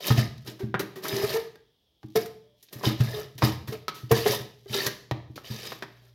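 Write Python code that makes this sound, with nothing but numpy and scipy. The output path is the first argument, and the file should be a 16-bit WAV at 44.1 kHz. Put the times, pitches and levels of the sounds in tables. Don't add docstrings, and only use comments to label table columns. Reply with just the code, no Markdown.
import sys
import numpy as np
from scipy import signal
from scipy.io import wavfile
from scipy.ndimage import uniform_filter1d

SR = 44100
rng = np.random.default_rng(int(sys.argv[2]) if len(sys.argv) > 2 else 0)


def transcribe(u):
    v = np.clip(np.atleast_2d(u).T, -1, 1)
    q = np.round(v * 32767).astype(np.int16)
    wavfile.write(sys.argv[1], SR, q)


N = 270774
TIME = np.arange(N) / SR

# (start [s], attack [s], hold [s], overall level [dB], wet fizz re overall [dB], bowl body re overall [dB])
FORK_STROKES = [(0.0, 0.074, 0.021, -26, -7, -3.5), (0.158, 0.018, 0.014, -31, -9, 2),
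                (0.439, 0.027, 0.032, -49, -2.5, 3.5), (1.018, 0.028, 0.31, -37.5, -4, 2),
                (2.148, 0.012, 0.011, -35, -2.5, -2), (2.704, 0.028, .09, -54.5, 0.5, 8.5),
                (2.826, 0.024, 0.0068, -25, -8.5, 0.5), (2.975, 0.025, 0.2, -44, -6, 3),
                (3.409, 0.04, 0.0069, -26, -6.5, 2.5), (3.672, 0.053, 0.011, -46, -5.5, 1),
                (4.092, 0.062, 0.041, -31, -6.5, -2), (4.223, .055, 0.051, -28.5, -3.5, 0),
                (4.675, 0.071, 0.11, -32.5, -6.5, -3), (5.43, 0.021, .26, -42.5, -8.5, -4),
                (5.752, 0.033, 0.31, -68.5, -6, -1.5)]
# (centre [Hz], nominal width [Hz], mean level [dB])
CONTACT_RESONANCES = [(390, 75, 6.5), (624.7, 14, 4), (1240, 60, -4), (1748, 100, -1), (3030, 12, -3),
                      (3630, 140, -3.5), (4590, 57, 0), (5010, 36, 1)]
# (time [s], level [dB], fizz re level [dB], body re level [dB], decay constant [s])
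PULP_SMACKS = [(0.067, -38, 9.5, 0, 0.007), (0.379, -53, -7, -9.5, 0.0045),
               (0.473, -39, -10.5, -1.5, 0.015), (0.591, -51.5, -6, 6, 0.037), (.793, -34, -0.5, 9, 0.016),
               (0.956, -51, -0.5, 10.5, 0.03), (1.038, -42.5, 1, -3, 0.014),
               (1.082, -40.5, 8.5, -1.5, 0.0062), (1.556, -56.5, -4.5, 7, 0.0032),
               (2.157, -35, 2, 10, 0.0098), (2.258, -47.5, 2.5, 6, 0.0071), (2.626, -59, 7, -6, 0.013),
               (2.685, -55, -29, -14, 0.0063), (2.727, -46, 4.5, 3, .014), (3.005, -36.5, -7.5, 4, 0.012),
               (3.379, -43.5, -2, -3, 0.016), (3.674, -46, 0, 5, 0.025), (3.724, -44, -6, 6.5, 0.014),
               (3.942, -48.5, -2.5, -3, 0.051), (4.113, -30.5, 4.5, 12.5, 0.011),
               (4.864, -25, -2.5, -2.5, 0.0084), (5.357, -46, -3.5, 2.5, 0.019)]
# (time [s], level [dB], edge re level [dB], pitch of the spot [Hz], relative ring [dB], chatter time [s])
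WALL_CLACKS = [(0.105, -24, -18, 1257, -13.5, 0.021), (.7425, -17.5, -26, 1400, -20, .016),
               (1.055, -30.5, -20, 1287, -10.5, .014), (2.031, -50, -6, 813, -16.5, 0.012),
               (2.837, -29.5, -25, 1012, -6, .016), (3.422, -18.5, -15, 1062, -17.5, 0.021),
               (3.882, -30, 2.5, 1288, 1.5, 0.014), (4.262, -25, -6, 730, -4, 0.014),
               (5.112, -20.5, -12.5, 784, -31, 0.0089), (5.378, -34.5, -18, 1310, -15, 0.01),
               (5.72, -32.5, -7.5, 993, -25, .01), (5.824, -30, -8.5, 1530, -22, 0.016)]
# (time [s], mean level [dB], mean slip rate [1/s], length before decay [s])
TINE_JUDDERS = [(0.603, -32, 383, 0.024), (0.963, -41, 377, 0.048), (1.116, -31.5, 398, 0.14),
                (1.233, -19, 415, 0.014), (1.339, -22, 450, 0.038), (2.154, -17, 441, 0.028),
                (2.436, -67, 590, 0.12), (3.134, -31, 420, 0.061), (3.721, -31, 436, 0.024),
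                (4.108, -13.5, 455, 0.02), (4.256, -15, 426, 0.015), (4.658, -38, 400, 0.0034),
                (4.749, -21, 407, 0.0061)]
# (time [s], level [dB], added level of the upper modes [dB])
BOWL_BUMPS = [(.103, -9, -12.5), (0.179, -13, -7), (.477, -36, 3), (.632, -23.5, -7.5), (0.74, -29, -2.5),
              (1.128, -29, 0), (1.233, -27, -14), (2.041, -40, 0), (2.159, -29.5, -1), (2.755, -32, -6),
              (2.865, -13, -6), (3.002, -18.5, -12), (3.35, -40.5, -9), (3.43, -12, -5), (3.683, -30, -3),
              (4.033, -32.5, -16), (4.113, -17.5, -1.5), (4.291, -22.5, -10), (4.402, -32, -5),
              (4.7, -34, -8), (4.861, -35.5, -3), (5.114, -19, -16), (5.298, -33.5, -8.5),
              (5.502, -27.5, -7.5)]
# (frequency [Hz], mean level [dB], t60 [s])
SINK_MODES = [(88, -27, 0.69), (123.3, -2, 0.18), (121.06, -23, 1), (126, -5, 0.072), (214.9, -1.5, 0.19),
              (314, -1, 0.11)]
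# (frequency [Hz], mean relative level [dB], t60 [s])
WALL_MODES = [(440, 3.5, 0.032), (610, -3, 0.038), (1030, -18.5, 0.04), (1045, -13.5, 0.051),
              (1261, -3, 0.015), (1618, -6, 0.19), (1914, -3, 0.074)]
# (frequency [Hz], relative density level [dB])
RUBBING_COLOUR = [(88, -23), (150, 5), (264, -4), (422, -3.5), (514, -6), (960, -12), (1260, -13.5),
                  (1420, -15.5), (1830, -12.5), (2700, -20), (3770, -16), (5680, -22.5), (8230, -42),
                  (13400, -31.5), (16000, -43.5)]
# (frequency [Hz], t60 [s])
ECHO_T60 = [(100, 0.65), (450, .5), (1500, 0.4834), (4000, 0.48), (8000, 0.5), (15000, 0.36)]
# (frequency [Hz], level [dB])
ECHO_LEVEL = [(100, -7.5), (250, -4.5), (450, -9), (1500, -6.5), (4000, -7.5), (8000, -13.5),
              (15000, -12.5)]
# (frequency [Hz], relative density level [dB])
QUIET_COLOUR = [(30, -9), (60, 7.5), (120, -3.5), (250, -4), (600, -8), (1500, -23.5), (2600, -18.5),
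                (3300, -2.5), (4300, -15), (5300, -14.5), (7500, -30), (16000, -23)]
# (time [s], level [dB])
HUM_LEVEL = [(0, -72.5), (1.9, -81.5), (4.5, -58.5), (6.1, -55)]

SWELL_DB, LEAN_DB_PER_S, EASE_DB_PER_S = 20, 11, 241.5
APPROACH_S, TICKS_PER_S, TICK_DB = 0.14, 430, -69
CLACK_FIZZ_DB = -12
HOOT_T60_S = 0.1
HUM_HZ = 120
EDGE_HZ = 16150


def strokes():
    grains = evened(slips(per_s=9000, spread_db=4, size=N)) + amp(-3) * bubbles(per_s=14, cycles=5)
    grains *= amp(2 * drift(per_s=110, size=N))
    body, rasp, fizz = map(evened, registers(in_bowl(grains, ring_db=-19.5)))

    hollow = np.zeros(N)
    for hz, width, db in CONTACT_RESONANCES:
        path = hz + 45 * drift(per_s=11, size=N)
        once = resonate(grains, path, 2 * width)
        rung = evened(resonate(once, path, 2 * width))
        level_db = db + 3.5 * drift(per_s=22, size=N)
        hollow += amp(level_db) * rung

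    low_ring, high_ring = map(evened, registers(hollow)[:2])
    body = evened(body + amp(-2) * low_ring)
    rasp = evened(rasp + amp(-5) * high_ring)

    out = np.zeros(N)
    for start, attack, hold, level_db, fizz_db, body_db in FORK_STROKES:
        age = TIME - start
        touch = np.clip(age / 0.0065, 0, 1)
        contact = touch * amp(level_db + push(attack, hold, age))
        grain_mix = amp(-3.5) * rasp + amp(fizz_db - 2.9) * fizz + amp(body_db - 3.0) * body
        out += contact * grain_mix
    return out


def push(attack, hold, t):
    swell = SWELL_DB * (np.clip(t / attack, 0, 1) - 1)
    lean = LEAN_DB_PER_S * np.clip(t - attack, 0, hold)
    ease = EASE_DB_PER_S * np.maximum(t - attack - hold, 0)
    return swell + lean - ease


def bubbles(per_s, cycles, count=30, size=1024):
    out, t = np.zeros(N), TIME[:size]
    for hz in np.geomspace(600, 14000, count):
        age = t * hz / cycles
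        rise = 1 + .03 * np.minimum(age, 3)
        blip = np.exp(-age) * np.sin(2 * np.pi * cycles * age * rise)
        pops = slips(per_s=per_s * np.sqrt(hz / 1000), spread_db=4, size=N)
        out += signal.oaconvolve(pops, blip * hz ** 0.51)[:N]
    return evened(out)


def ticks():
    near = sum(np.interp(TIME, [start - APPROACH_S, start], [0, 1], right=0) for start, *_ in FORK_STROKES)
    clicks = slips(per_s=TICKS_PER_S, spread_db=2, size=N)
    _, rasp, fizz = map(evened, registers(in_bowl(clicks, ring_db=-19)))
    return np.sqrt(near) * amp(TICK_DB) * (rasp + amp(-4.5) * fizz)


def smacks(size=6000):
    out, t = np.zeros(N), TIME[:size]
    for s, db, fizz_db, body_db, length in PULP_SMACKS:
        envelope = (1 - np.exp(-t / (0.097 * length))) * np.exp(-t / length)
        burst = slips(per_s=14000, spread_db=1.5, size=size) * envelope
        parts = peaked(registers(in_bowl(burst, ring_db=-12.5)))
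        add(out, s, amp(db + np.array([body_db, 0, fizz_db])) @ parts)
    return out


def clacks(size=12000):
    out, t = np.zeros(N), TIME[:size]
    for s, db, edge_db, hz, ring_db, chatter in WALL_CLACKS:
        blow = 0.13 * slips(per_s=7800, spread_db=2.5, size=size) * np.exp(-(t / chatter) ** 1.7)
        blow[0] = 1
        spot = [(hz / 4, -5), (hz / 2.0, -4), (hz, 0), (hz * 1.7, -4)]
        parts = peaked(registers(colour(in_bowl(blow, ring_db=-20), spot)))
        strike = amp([0, edge_db, edge_db + CLACK_FIZZ_DB]) @ parts
        spot_modes = [(hz, ring_db + 10, .08), (hz * 1.43, ring_db - 2.5, .04)]
        add(out, s, amp(db) * (strike + ring(spot_modes, t, vary_db=2.5)))
    return out


def judders(size=12000):
    out, t = np.zeros(N), TIME[:size]
    for s, db, hz, length in TINE_JUDDERS:
        slip_rate = hz * (1 + 0.023 * drift(per_s=150, size=size))
        phase = 2 * np.pi * np.cumsum(slip_rate) / SR
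        overtones = sum(np.sin(k * phase) for k in range(2, 6))
        upper_mode = drift(per_s=140, size=size) * np.sin(1.6 * phase)
        hoot = np.sin(phase) + amp(-25) * overtones + amp(-15.5) * upper_mode
        decay = amp(-60 * np.maximum(t - length, 0) / HOOT_T60_S)
        swing = (1 - np.exp(-t / .0025)) * decay
        add(out, s, amp(db + 1.3 * drift(per_s=130, size=size)) * swing * hoot)
    return out


def bumps(size=30000):
    out, t = np.zeros(N), TIME[:size]
    for s, db, upper_db in BOWL_BUMPS:
        modes = [(hz, mode_db + upper_db * (hz > 170), t60) for hz, mode_db, t60 in SINK_MODES]
        onset = 1 - np.exp(-t / 0.0027)
        add(out, s, amp(db) * onset * ring(modes, t, vary_db=4.0))
    return out


def kitchen(x, count=6):
    low = signal.sosfiltfilt(signal.butter(4, 1450, fs=SR, output="sos"), x)
    turn = TIME * 450
    shares = (np.sin(np.pi / 2 * np.minimum((turn - k) % count, 2)) for k in range(count))
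    return echo(low) + sum(echo((x - low) * share) for share in shares)


def echo(x):
    taps = rng.standard_normal(SR) * np.clip(TIME[:SR] / 0.0063 - .4, 0, 1)
    hz, t, z = signal.stft(taps, SR, nperseg=256)
    t60 = read(ECHO_T60, hz)[:, None]
    even_energy = np.sqrt(np.log(10 ** 6) / (t60 * SR))
    z *= amp(read(ECHO_LEVEL, hz)[:, None] - 60 * t / t60) * even_energy
    return signal.fftconvolve(x, signal.istft(z, SR, nperseg=256)[1])[:N]


def quiet():
    hiss = amp(-72.0) * evened(colour(rng.standard_normal(N), QUIET_COLOUR))
    tones = np.sin(2 * np.pi * HUM_HZ * TIME) + amp(-12.5) * np.sin(np.pi * HUM_HZ * TIME)
    hum = amp(np.interp(TIME, *np.transpose(HUM_LEVEL))) * tones
    return hiss + hum


def in_bowl(x, ring_db, size=8192):
    wall = ring(WALL_MODES, TIME[:size], vary_db=4.5)
    rung = signal.oaconvolve(x, wall / np.linalg.norm(wall))[:len(x)]
    return colour(x + amp(ring_db) * rung, RUBBING_COLOUR)


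def ring(modes, t, vary_db):
    out = 0
    for hz, db, t60 in modes:
        level_db = db + vary_db * rng.standard_normal() - 60 * t / t60
        out = out + amp(level_db) * np.sin(2 * np.pi * hz * t)
    return out


def resonate(x, hz, width):
    turn = np.exp(2j * np.pi * np.cumsum(hz) / SR)
    r = np.exp(-np.pi * width / SR)
    return 2 * (turn * signal.lfilter([1 - r], [1, -r], x / turn)).real


def slips(per_s, spread_db, size):
    chance = rng.random(size)
    sign = rng.choice([-1, 1], size)
    height = rng.exponential(1, size)
    return (chance < per_s / SR) * sign * amp(spread_db * np.minimum(height, 4))


def drift(per_s, size):
    knots = rng.standard_normal(size)
    return np.interp(np.arange(size) * per_s / SR, np.arange(size), knots)


def registers(x):
    thin = signal.sosfilt(signal.butter(1, 420, "high", fs=SR, output="sos"), x)
    edges = [(2400, "low"), ((2400, 8000), "band"), (8000, "high")]
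    return np.array([signal.sosfilt(signal.butter(4, hz, kind, fs=SR, output="sos"), thin) for hz, kind in edges])


def colour(x, points, size=4096):
    log_gain = np.log(amp(read(points, abs(np.fft.fftfreq(size, 1 / SR)))))
    taps = np.fft.ifft(np.exp(np.conj(signal.hilbert(log_gain)))).real
    return signal.oaconvolve(x, taps[:size // 2])[:len(x)]


def read(points, hz):
    f, value = np.transpose(points)
    return np.interp(np.log(hz + 1), np.log(f + 1), value)


def peaked(x, size=128):
    return x / np.sqrt(uniform_filter1d(x ** 2, size).max(-1, keepdims=True) + 1e-20)


def evened(x):
    return x / np.sqrt(np.mean(x ** 2) + 1e-20)


def amp(db):
    return 10 ** (np.asarray(db) / 20)


def add(mix, s, sound):
    part = mix[max(round(s * SR), 0):][:len(sound)]
    part += sound[:len(part)]


def scene():
    near = strokes() + ticks() + smacks() + clacks() + judders() + bumps()
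    return (near + kitchen(near) + quiet())[None]


def record(dry):
    thinned = signal.sosfilt(signal.butter(4, 48, "high", fs=SR, output="sos"), dry)
    lowpass = signal.firwin(511, EDGE_HZ, window=("kaiser", 9), fs=SR)
    return signal.oaconvolve(thinned, lowpass[None], "same")


dry = scene()
out = record(dry)
transcribe(out)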